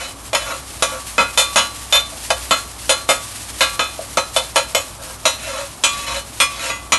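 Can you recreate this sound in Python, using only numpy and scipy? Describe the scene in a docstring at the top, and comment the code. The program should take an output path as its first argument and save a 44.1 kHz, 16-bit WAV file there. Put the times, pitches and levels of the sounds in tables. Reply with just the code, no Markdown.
"""A steel spatula chops minced meat on a hot iron griddle at a street stall and shoves it along in scrapes.
Each blow cracks and sets blade and plate ringing; in a scrape, tiny slips of the edge drive the same metal.
Bubbles burst in the fat as a constant sizzle, over street rumble and a low machine hum.
The sound is close: a limiter flattens the start of every loud clink and ducks the sizzle after it."""
import sys
import numpy as np
from scipy import signal
from scipy.fft import rfft, irfft
from scipy.io import wavfile
from scipy.ndimage import uniform_filter1d

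SR = 44100
rng = np.random.default_rng(int(sys.argv[2]) if len(sys.argv) > 2 else 0)


def unload_wav(signal):
    """Save mono or channel-first audio to the path in sys.argv[1] as 16-bit WAV at rate SR, clipped to [-1, 1]."""
    wavfile.write(
        sys.argv[1],
        SR,
        np.round(np.clip(np.atleast_2d(signal).T, -1, 1) * 32767).astype(np.int16),
    )


N = 307818
TIME = np.arange(N) / SR

# Blows of the blade: start_s, strength_db, ring_factor, flatness (0 on its corner, 1 flat),
# hardness_db_per_octave, thud_db, node_hz (the mode that stays quiet), three favoured_hz (modes that sing)
BLOWS = [(0.3309, -13, 1.04, 0.53, 1.5, 14, 1410, 2024, 2433, 8441),
         (0.3487, -5, 0.89, 0.43, 0.9, -3, 4152, 1911, 3050, 5528),
         (0.8234, -4, 0.86, 0.39, 2, 6.5, 3509, 1147, 3859, 5846),
         (1.1809, 2.5, 0.99, 0.16, -2.5, -3, 1614, 1330, 2083, 2519),
         (1.3749, 2, 1.03, 0.19, 3, 4.5, 7789, 3574, 4152, 9580),
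         (1.559, 4, 1.16, 0.45, 0.25, -4.5, 2519, 2874, 6756, 10432),
         (1.925, 6, 0.8, 0.098, 1.8, 2, 4043, 3574, 5528, 6880),
         (2.123, -37, 1.3, 0.14, -7, -2.5, 528, 640, 705, 1160),
         (2.3036, -3, 0.62, 0.044, -0.1, 7, 528, 705, 1911, 4830),
         (2.5093, 2, 0.82, 0, -1.1, -6, 1614, 640, 1330, 6830),
         (2.8936, 1.5, 0.89, 0.2, 1.2, 3.5, 2519, 6912, 7671, 9600),
         (3.0897, 1, 0.96, 0.3, 1.1, 7.5, 1147, 1275, 2137, 9830),
         (3.6075, 1, 1.13, 0, 0, -4.5, 1147, 2874, 4403, 8441),
         (3.793, -6, 1.3, 0, -0.6, -1, 3364, 1275, 2560, 7070),
         (3.991, -38.5, 1.1, 0.23, -4.5, 14.5, 850, 558, 645, 705),
         (4.1716, -1.5, 0.77, 0.35, -0.9, 3, 1614, 1275, 4043, 6190),
         (4.3629, -6, 0.89, 0.11, 2.5, 15, 2309, 1370, 3509, 5528),
         (4.5589, 1, 0.81, 0.52, 1, 7, 2433, 1370, 1674, 3050),
         (4.7483, -6, 1.04, 0.27, 1.5, 9, 4043, 2137, 3050, 7789),
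         (5.254, -0.5, 1.01, 0.85, 0.95, 1, 2309, 640, 3859, 5846),
         (5.8374, -1, 1.11, 0.66, 2, -6, 2433, 1147, 3116, 7840),
         (6.4011, 3, 0.85, 0.78, 0.3, -10, 3364, 2137, 2433, 5211),
         (6.7, -13.5, 1.47, 0.93, -2, -10, 3364, 2024, 2519, 4830),
         (6.921, 1.5, 0.98, 0.96, -0.3, -8.5, 4043, 1275, 4152, 5846)]
# Modes of the steel blade: pitch_hz, corner_hit_db, flat_hit_db, t60_s
BLADE_MODES = [(1147, -28, -26, 0.85), (1370, -27, -33, 0.5), (2433, -28, -21, 0.33),
               (2874, -32, -25, 0.28), (2998, -17, -21, 0.22), (3364, -26, -15, 0.23),
               (3509, -20, -26, 0.28), (3574, -16, -32, 0.23), (4043, -26, -27, 0.4), (4152, -24, -30, 0.4),
               (4403, -32, -32, 0.25), (5846, -36, -24, 0.24), (5211, -40, -30, 0.29),
               (5394, -31, -41, 0.24), (5528, -27, -32, 0.2), (6066, -32, -26, 0.25),
               (6756, -29, -23, 0.24), (6912, -26, -21, 0.23), (6992, -26, -25, 0.22),
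               (7671, -29, -28, 0.2), (7789, -25, -36, 0.2), (8441, -33, -33, 0.22), (8586, -28, -23, 0.21),
               (8688, -32, -27, 0.23), (8979, -35, -26, 0.27), (9243, -37, -38, 0.27),
               (9436, -35, -44, 0.26), (9544, -29, -31, 0.21), (10432, -35, -45, 0.28),
               (11353, -34, -31, 0.21)]
# Modes of the loaded iron plate: pitch_hz, corner_hit_db, flat_hit_db, t60_s
PLATE_MODES = [(205, -32, -35, 0.12), (285, -32, -29, 0.17), (528, -16, -20, 0.16), (558, -17, -15, 0.17),
               (640, -15, -17, 0.15), (705, -26, -25, 0.18), (850, -21, -25, 0.17), (936, -23, -17, 0.21),
               (1006, -24, -18, 0.16), (1092, -21, -22, 0.2), (1150, -24, -13, 0.2), (1275, -22, -22, 0.2),
               (1330, -19, -22, 0.16), (1410, -20, -22, 0.23), (1614, -21, -23, 0.2),
               (1674, -24, -30, 0.23), (1911, -32, -21, 0.19), (2024, -26, -25, 0.26),
               (2083, -24, -29, 0.21), (2137, -23, -27, 0.19), (2309, -25, -18, 0.2), (2519, -17, -25, 0.2),
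               (2560, -19, -20, 0.17), (2690, -26, -18, 0.19), (3050, -18, -27, 0.17),
               (3116, -23, -25, 0.21), (3859, -33, -20, 0.18), (4231, -24, -33, 0.2),
               (4830, -25, -23, 0.18), (6190, -26, -27, 0.18)]


def clinks(modes, level_db, tilt_db_per_octave, favour_db, scatter_db, ring_scale, detune):
    """Each blow rings the metal: the spot hit weights the modes; grip and food shift decay and pitch."""
    out = np.zeros(N)
    hz, corner_db, flat_db, t60 = np.transpose(modes)
    node_loss_db, twin_spread_hz = 5, 32
    twin_fade = 0.75 * decay(TIME, t60=0.3)  # each mode beats with a close twin early in the ring
    tilt_db = tilt_db_per_octave * np.log2(hz / np.median(hz))
    for start_s, strength_db, ring_factor, flatness, hardness, thud_db, node_hz, *favoured_hz in BLOWS:
        spot, grip, polarity, split, twin_phase = rng.standard_normal((5, len(hz)))
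        mode_db = corner_db + flatness * (flat_db - corner_db) + tilt_db
        contact_db = favour_db * modes_near(hz, favoured_hz) - node_loss_db * modes_near(hz, [node_hz])
        blow_db = strength_db + blow_colour(hz, hardness, thud_db) + contact_db + scatter_db * spot
        gains = np.sign(polarity) * from_db(level_db + mode_db + blow_db)
        pitches = hz * (1 + detune * grip)
        twins = pitches + twin_spread_hz * split
        partials = zip(gains, pitches, twins, np.sign(twin_phase), t60 * ring_factor * ring_scale)
        for gain, pitch_hz, twin_hz, twin_sign, ring_s in partials:
            t = TIME[:int(ring_s * SR)]
            attack = 1 - np.exp(-2 * pitch_hz * t)  # builds up within the first cycle
            tone = np.cos(2 * np.pi * pitch_hz * t)
            twin = twin_sign * twin_fade[:len(t)] * np.sin(2 * np.pi * twin_hz * t)
            add(out, start_s, gain * attack * (tone + twin) * decay(t, ring_s))
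    return out


def lesser_modes(level_db, tilt_db_per_octave, t60, count):
    """Weak modes of the thin blade, strewn at random through the treble; rows as in BLADE_MODES."""
    hz = 3700 + 7900 * (np.arange(count) + rng.random(count)) / count
    db = level_db + tilt_db_per_octave * np.log2(hz / hz[0])
    return np.column_stack([hz, db, db, np.full(count, t60)])


def blow_colour(hz, hardness, thud_db):
    """Tone of a blow in dB: hard contact is brighter, and a blow through the meat makes the plate thud."""
    pivot_hz, thud_hz, thud_octaves = 2000, 620, 0.61
    thud = np.exp(-(np.log2(hz / thud_hz) / thud_octaves) ** 2)
    return hardness * np.log2(hz / pivot_hz) + thud_db * thud


def modes_near(hz, wanted_hz):
    """Mark the modes in hz that are, of all blade and plate modes, nearest to the wanted pitches."""
    all_hz = np.array(BLADE_MODES + PLATE_MODES)[:, 0]
    return np.isin(hz, [all_hz[np.argmin(abs(all_hz - f))] for f in wanted_hz])


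def clash(level_db, t60, crack_db, crack_t60):
    """The edge cracks as it lands, and a dense wash of weak modes dies away after it."""
    # Wash of the plate's densely packed modes: pitch_hz, level_db
    wash_spectrum = [(100, -16), (200, -6), (420, -8), (600, -1), (1200, 0), (1750, -8), (2500, -6),
                     (4500, -10), (7000, -14), (11500, -19), (13000, -34)]
    # Bands in which the wash takes the colour of a blow: centre_hz
    band_hz = [250, 600, 1300, 2800, 5000, 9000]
    wash = coloured(rng.standard_normal(N), wash_spectrum)
    crossovers_hz = np.sqrt(np.multiply(band_hz[1:], band_hz[:-1]))
    lowpassed = [signal.sosfiltfilt(signal.butter(2, hz, fs=SR, output="sos"), wash) for hz in crossovers_hz]
    bands = np.diff([np.zeros(N), *lowpassed, wash], axis=0)
    envelopes, t = np.zeros_like(bands), TIME[:SR // 2]
    for start_s, strength_db, ring_factor, _, hardness, thud_db, *_ in BLOWS:
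        fade = decay(t, t60 * ring_factor) + from_db(crack_db) * decay(t, crack_t60)
        gains = from_db(strength_db + blow_colour(np.array(band_hz), hardness, thud_db))
        for envelope, gain in zip(envelopes, gains):
            add(envelope, start_s, gain * fade)
    return from_db(level_db) * np.sum(bands * envelopes, axis=0)


def scrapes(wander_db, ring_scale, low_db, high_db, edge_db, rasp_db):
    """The edge catches and slips over the crust, ringing plate and blade, damped by the hand's pressure."""
    # Scraping strokes: start_s, end_s, plate_drag_db, edge_hiss_db, swell_db_per_s
    strokes = [(-0.03, 0.079, -24, -25.5, -99), (0.382, 0.443, -24, -28, -80),
               (0.451, 0.538, -19.5, -26.5, -40), (0.876, 0.96, -21.5, -33, -50),
               (4.975, 5.1, -33, -54, -10), (5.37, 5.452, -33.5, -28.5, 50), (5.455, 5.605, -22, -27.5, 7),
               (5.906, 6.044, -35, -26.5, -22), (6.06, 6.162, -21, -23, 30),
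               (6.489, 6.672, -27.5, -26.5, 68)]
    # Friction noise of the edge: pitch_hz, level_db
    rasp_spectrum = [(300, -12), (550, -10), (1200, 6), (1750, 14.5), (2500, 15), (4000, 6), (6500, 6.5),
                     (9000, 6), (11500, 7), (13000, -44)]
    drag, hiss, body = np.zeros((3, N))
    for start_s, end_s, drag_db, hiss_db, swell in strokes:
        pressure = hand_pressure(start_s, end_s, swell)
        drag += from_db(drag_db) * pressure
        hiss += from_db(hiss_db) * pressure
    judder_db, crossover_hz = 1.5, 1700
    slips = grains(per_s=5000, spread_db=3.0) * from_db(judder_db * drift(68))
    low_drive = slips * drag * from_db(low_db)
    high_drive = slips * hiss * from_db(high_db)
    edge_modes = lesser_modes(edge_db, tilt_db_per_octave=-9.0, t60=0.13, count=30)
    modes = sorted(PLATE_MODES + BLADE_MODES) + list(edge_modes)
    # as the contact travels, the modes take turns at being driven
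    turns = [from_db(wander_db * np.tanh(drift(7.6))) for _ in range(11)]
    for k, (hz, corner_db, flat_db, t60) in enumerate(modes):
        force = (low_drive if hz < crossover_hz else high_drive) * turns[k % len(turns)]
        body += (-1) ** k * from_db((corner_db + flat_db) / 2) * ring(force, hz, t60 * ring_scale)
    return body + from_db(rasp_db) * hiss * coloured(slips, rasp_spectrum)


def hand_pressure(start_s, end_s, swell_db_per_s, attack_s=0.014, release_s=0.048):
    """The edge bites, slides under growing or fading pressure, and lifts."""
    bite = np.clip((TIME - start_s) / attack_s, 0, 1)
    lift = np.clip(1 - (TIME - end_s) / release_s, 0, 1)
    from_middle_s = np.clip(TIME, start_s, end_s) - (start_s + end_s) / 2
    return bite * lift * from_db(swell_db_per_s * from_middle_s)


def sizzle(level_db, bursts_per_s, spread_db, steam_db, flutter_db):
    """Tiny bubbles burst in the fat, over a smooth hiss of steam."""
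    # Frying grows as the meat is chopped and spread, and eases as it is shoved aside: time_s, level_db
    frying = [(0.0, -32), (0.75, -30), (1.05, -27), (2.3, -26), (3.5, -27), (4.1, -28.5), (5.701, -30),
              (6.98, -33.5)]
    # Bright hiss of hot fat: pitch_hz, level_db
    fat_spectrum = [(400, -8), (800, -10), (1700, 0.5), (3000, 2), (5000, 1.5), (7000, 2), (9000, 4),
                    (11300, 1), (12500, 3.5)]
    bubbles = grains(bursts_per_s, spread_db)
    steam = from_db(steam_db) * rng.standard_normal(N)
    frying_db = np.interp(TIME, *np.transpose(frying)) + flutter_db * drift(14.0)
    return from_db(level_db + frying_db) * coloured(bubbles + steam, fat_spectrum)


def street(rumble_db, waver_db, waver_radians):
    """A machine hum wavers over the steady rumble of the street."""
    # Tones of the machine hum: pitch_hz, rms_db
    hum_tones = [(59.8, -42.5), (100, -50)]
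    # Rumble of stall and street: pitch_hz, level_db
    rumble_spectrum = [(20, -17), (45, -2), (70, -1), (125, 1.5), (175, -6), (270, -1.5), (450, -9),
                       (620, -4.5), (1200, -5), (2000, -21.5), (5000, -24)]
    hum = np.zeros(N)
    for hz, rms_db in hum_tones:
        gain = np.sqrt(2) * from_db(rms_db + waver_db * drift(6.3))
        hum += gain * np.sin(2 * np.pi * hz * TIME + waver_radians * drift(3.1))
    return hum + from_db(rumble_db) * coloured(rng.standard_normal(N), rumble_spectrum)


def stall_reverb(x, wet_db, t60, lowpass_hz, predelay_s=0.006):
    """Add faint, dull reflections from the stall and the house fronts."""
    t = TIME[:SR]
    tail = rng.standard_normal(SR) * decay(t, t60) * (t > predelay_s)
    tail /= np.sqrt(np.sum(tail ** 2))
    tail = signal.sosfilt(signal.butter(1, lowpass_hz, fs=SR, output="sos"), tail)
    return x + from_db(wet_db) * signal.oaconvolve(x, tail)[:N]


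def limiter(x, ceiling_db, release_db_per_s, linger_db, linger_db_per_s):
    """The gain drops at once above the ceiling and recovers quickly, but the last few dB slowly."""
    level_db = 10 * np.log10(np.maximum(uniform_filter1d(x ** 2, size=130), 1e-12))
    over_db = np.maximum(level_db - ceiling_db, 0)
    fast_db = released(over_db, release_db_per_s)
    slow_db = released(np.minimum(over_db, linger_db), linger_db_per_s)
    return x * from_db(-uniform_filter1d(np.maximum(fast_db, slow_db), size=44))


def released(over_db, db_per_s):
    """Follow every rise at once and fall back at a steady rate."""
    return np.maximum.accumulate(over_db + db_per_s * TIME) - db_per_s * TIME


def ring(force, hz, t60):
    """One resonant mode: a unit click sets a sine of height 1 ringing."""
    r, w = from_db(-60 / (t60 * SR)), 2 * np.pi * hz / SR
    return signal.lfilter([0, np.sin(w)], [1, -2 * r * np.cos(w), r * r], force + 1e-18)


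def grains(per_s, spread_db):
    """Random clicks of both signs, most small and a few large; rms 1."""
    size = from_db(spread_db * np.minimum(rng.exponential(1, N), 6))
    return rms_one((rng.random(N) < per_s / SR) * size * rng.choice([-1, 1], N))


def coloured(x, spectrum):
    """Minimum-phase EQ through the (pitch_hz, level_db) points; rms 1."""
    size = 4096
    hz, db = np.transpose(spectrum)
    bin_hz = np.arange(size // 2 + 1) * SR / size + 1
    curve_db = np.interp(np.log(bin_hz), np.log(hz), db)
    cepstrum = irfft(np.log(from_db(curve_db)))
    cepstrum[1:size // 2] *= 2  # folding the cepstrum makes the filter causal
    cepstrum[size // 2 + 1:] = 0
    impulse = irfft(np.exp(rfft(cepstrum)))
    return rms_one(signal.oaconvolve(x, impulse)[:N])


def drift(rate_hz):
    """Smooth random wander of rms 1, changing about rate_hz times a second."""
    hop = 40
    r = np.exp(-2 * np.pi * rate_hz * hop / SR)
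    slow = signal.lfilter([1], [1, -2 * r, r * r], rng.standard_normal(N // hop + 2002))[2000:]
    return np.interp(np.arange(N) / hop, np.arange(len(slow)), rms_one(slow))


def decay(t, t60):
    """Fade by 60 dB every t60 seconds."""
    return np.exp(-np.log(1000) * t / t60)


def add(out, start_s, sound):
    """Mix a sound in at a time."""
    start = round(start_s * SR)
    out[start:start + len(sound)] += sound[:N - start]


def from_db(db):
    """Decibels to gain."""
    return 10 ** (np.asarray(db) / 20)


def rms_one(x):
    """Scale to unit rms."""
    return x / np.sqrt(np.mean(x ** 2) + 1e-20)


def scene():
    """Blows and scrapes in the stall, over frying and street; mono."""
    shimmer_modes = lesser_modes(level_db=-32, tilt_db_per_octave=-2.5, t60=0.18, count=36)
    metal = clinks(BLADE_MODES, level_db=-0.32, tilt_db_per_octave=-0.1, favour_db=10,
                   scatter_db=4, ring_scale=0.92, detune=0.0018)
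    metal += clinks(shimmer_modes, level_db=-3, tilt_db_per_octave=0, favour_db=0,
                    scatter_db=7, ring_scale=1.23, detune=0.00774)
    metal += clinks(PLATE_MODES, level_db=-0.5, tilt_db_per_octave=0.35, favour_db=10,
                    scatter_db=1.8, ring_scale=1.023, detune=0.0042)
    metal += clash(level_db=-16, t60=0.15, crack_db=-2.5, crack_t60=0.02)
    metal += scrapes(wander_db=5, ring_scale=0.75, low_db=-23, high_db=-22.5, edge_db=-18, rasp_db=-8)
    fat = sizzle(level_db=-2.5, bursts_per_s=6900, spread_db=0.5, steam_db=-1, flutter_db=2.44)
    ambience = street(rumble_db=-39, waver_db=2.5, waver_radians=1.0)
    return (stall_reverb(metal, wet_db=-11, t60=0.31, lowpass_hz=4770) + fat + ambience)[None]


def record(dry):
    """Limiter, full-scale clipping and a steep treble cut."""
    cutoff_hz = 11800
    limited = limiter(dry, ceiling_db=-9.5, release_db_per_s=110, linger_db=6, linger_db_per_s=18)
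    treble_cut = signal.ellip(12, 0.1, 110, cutoff_hz, fs=SR, output="sos")
    return signal.sosfilt(treble_cut, np.clip(limited, -1, 1))


dry = scene()
out = record(dry)
unload_wav(out)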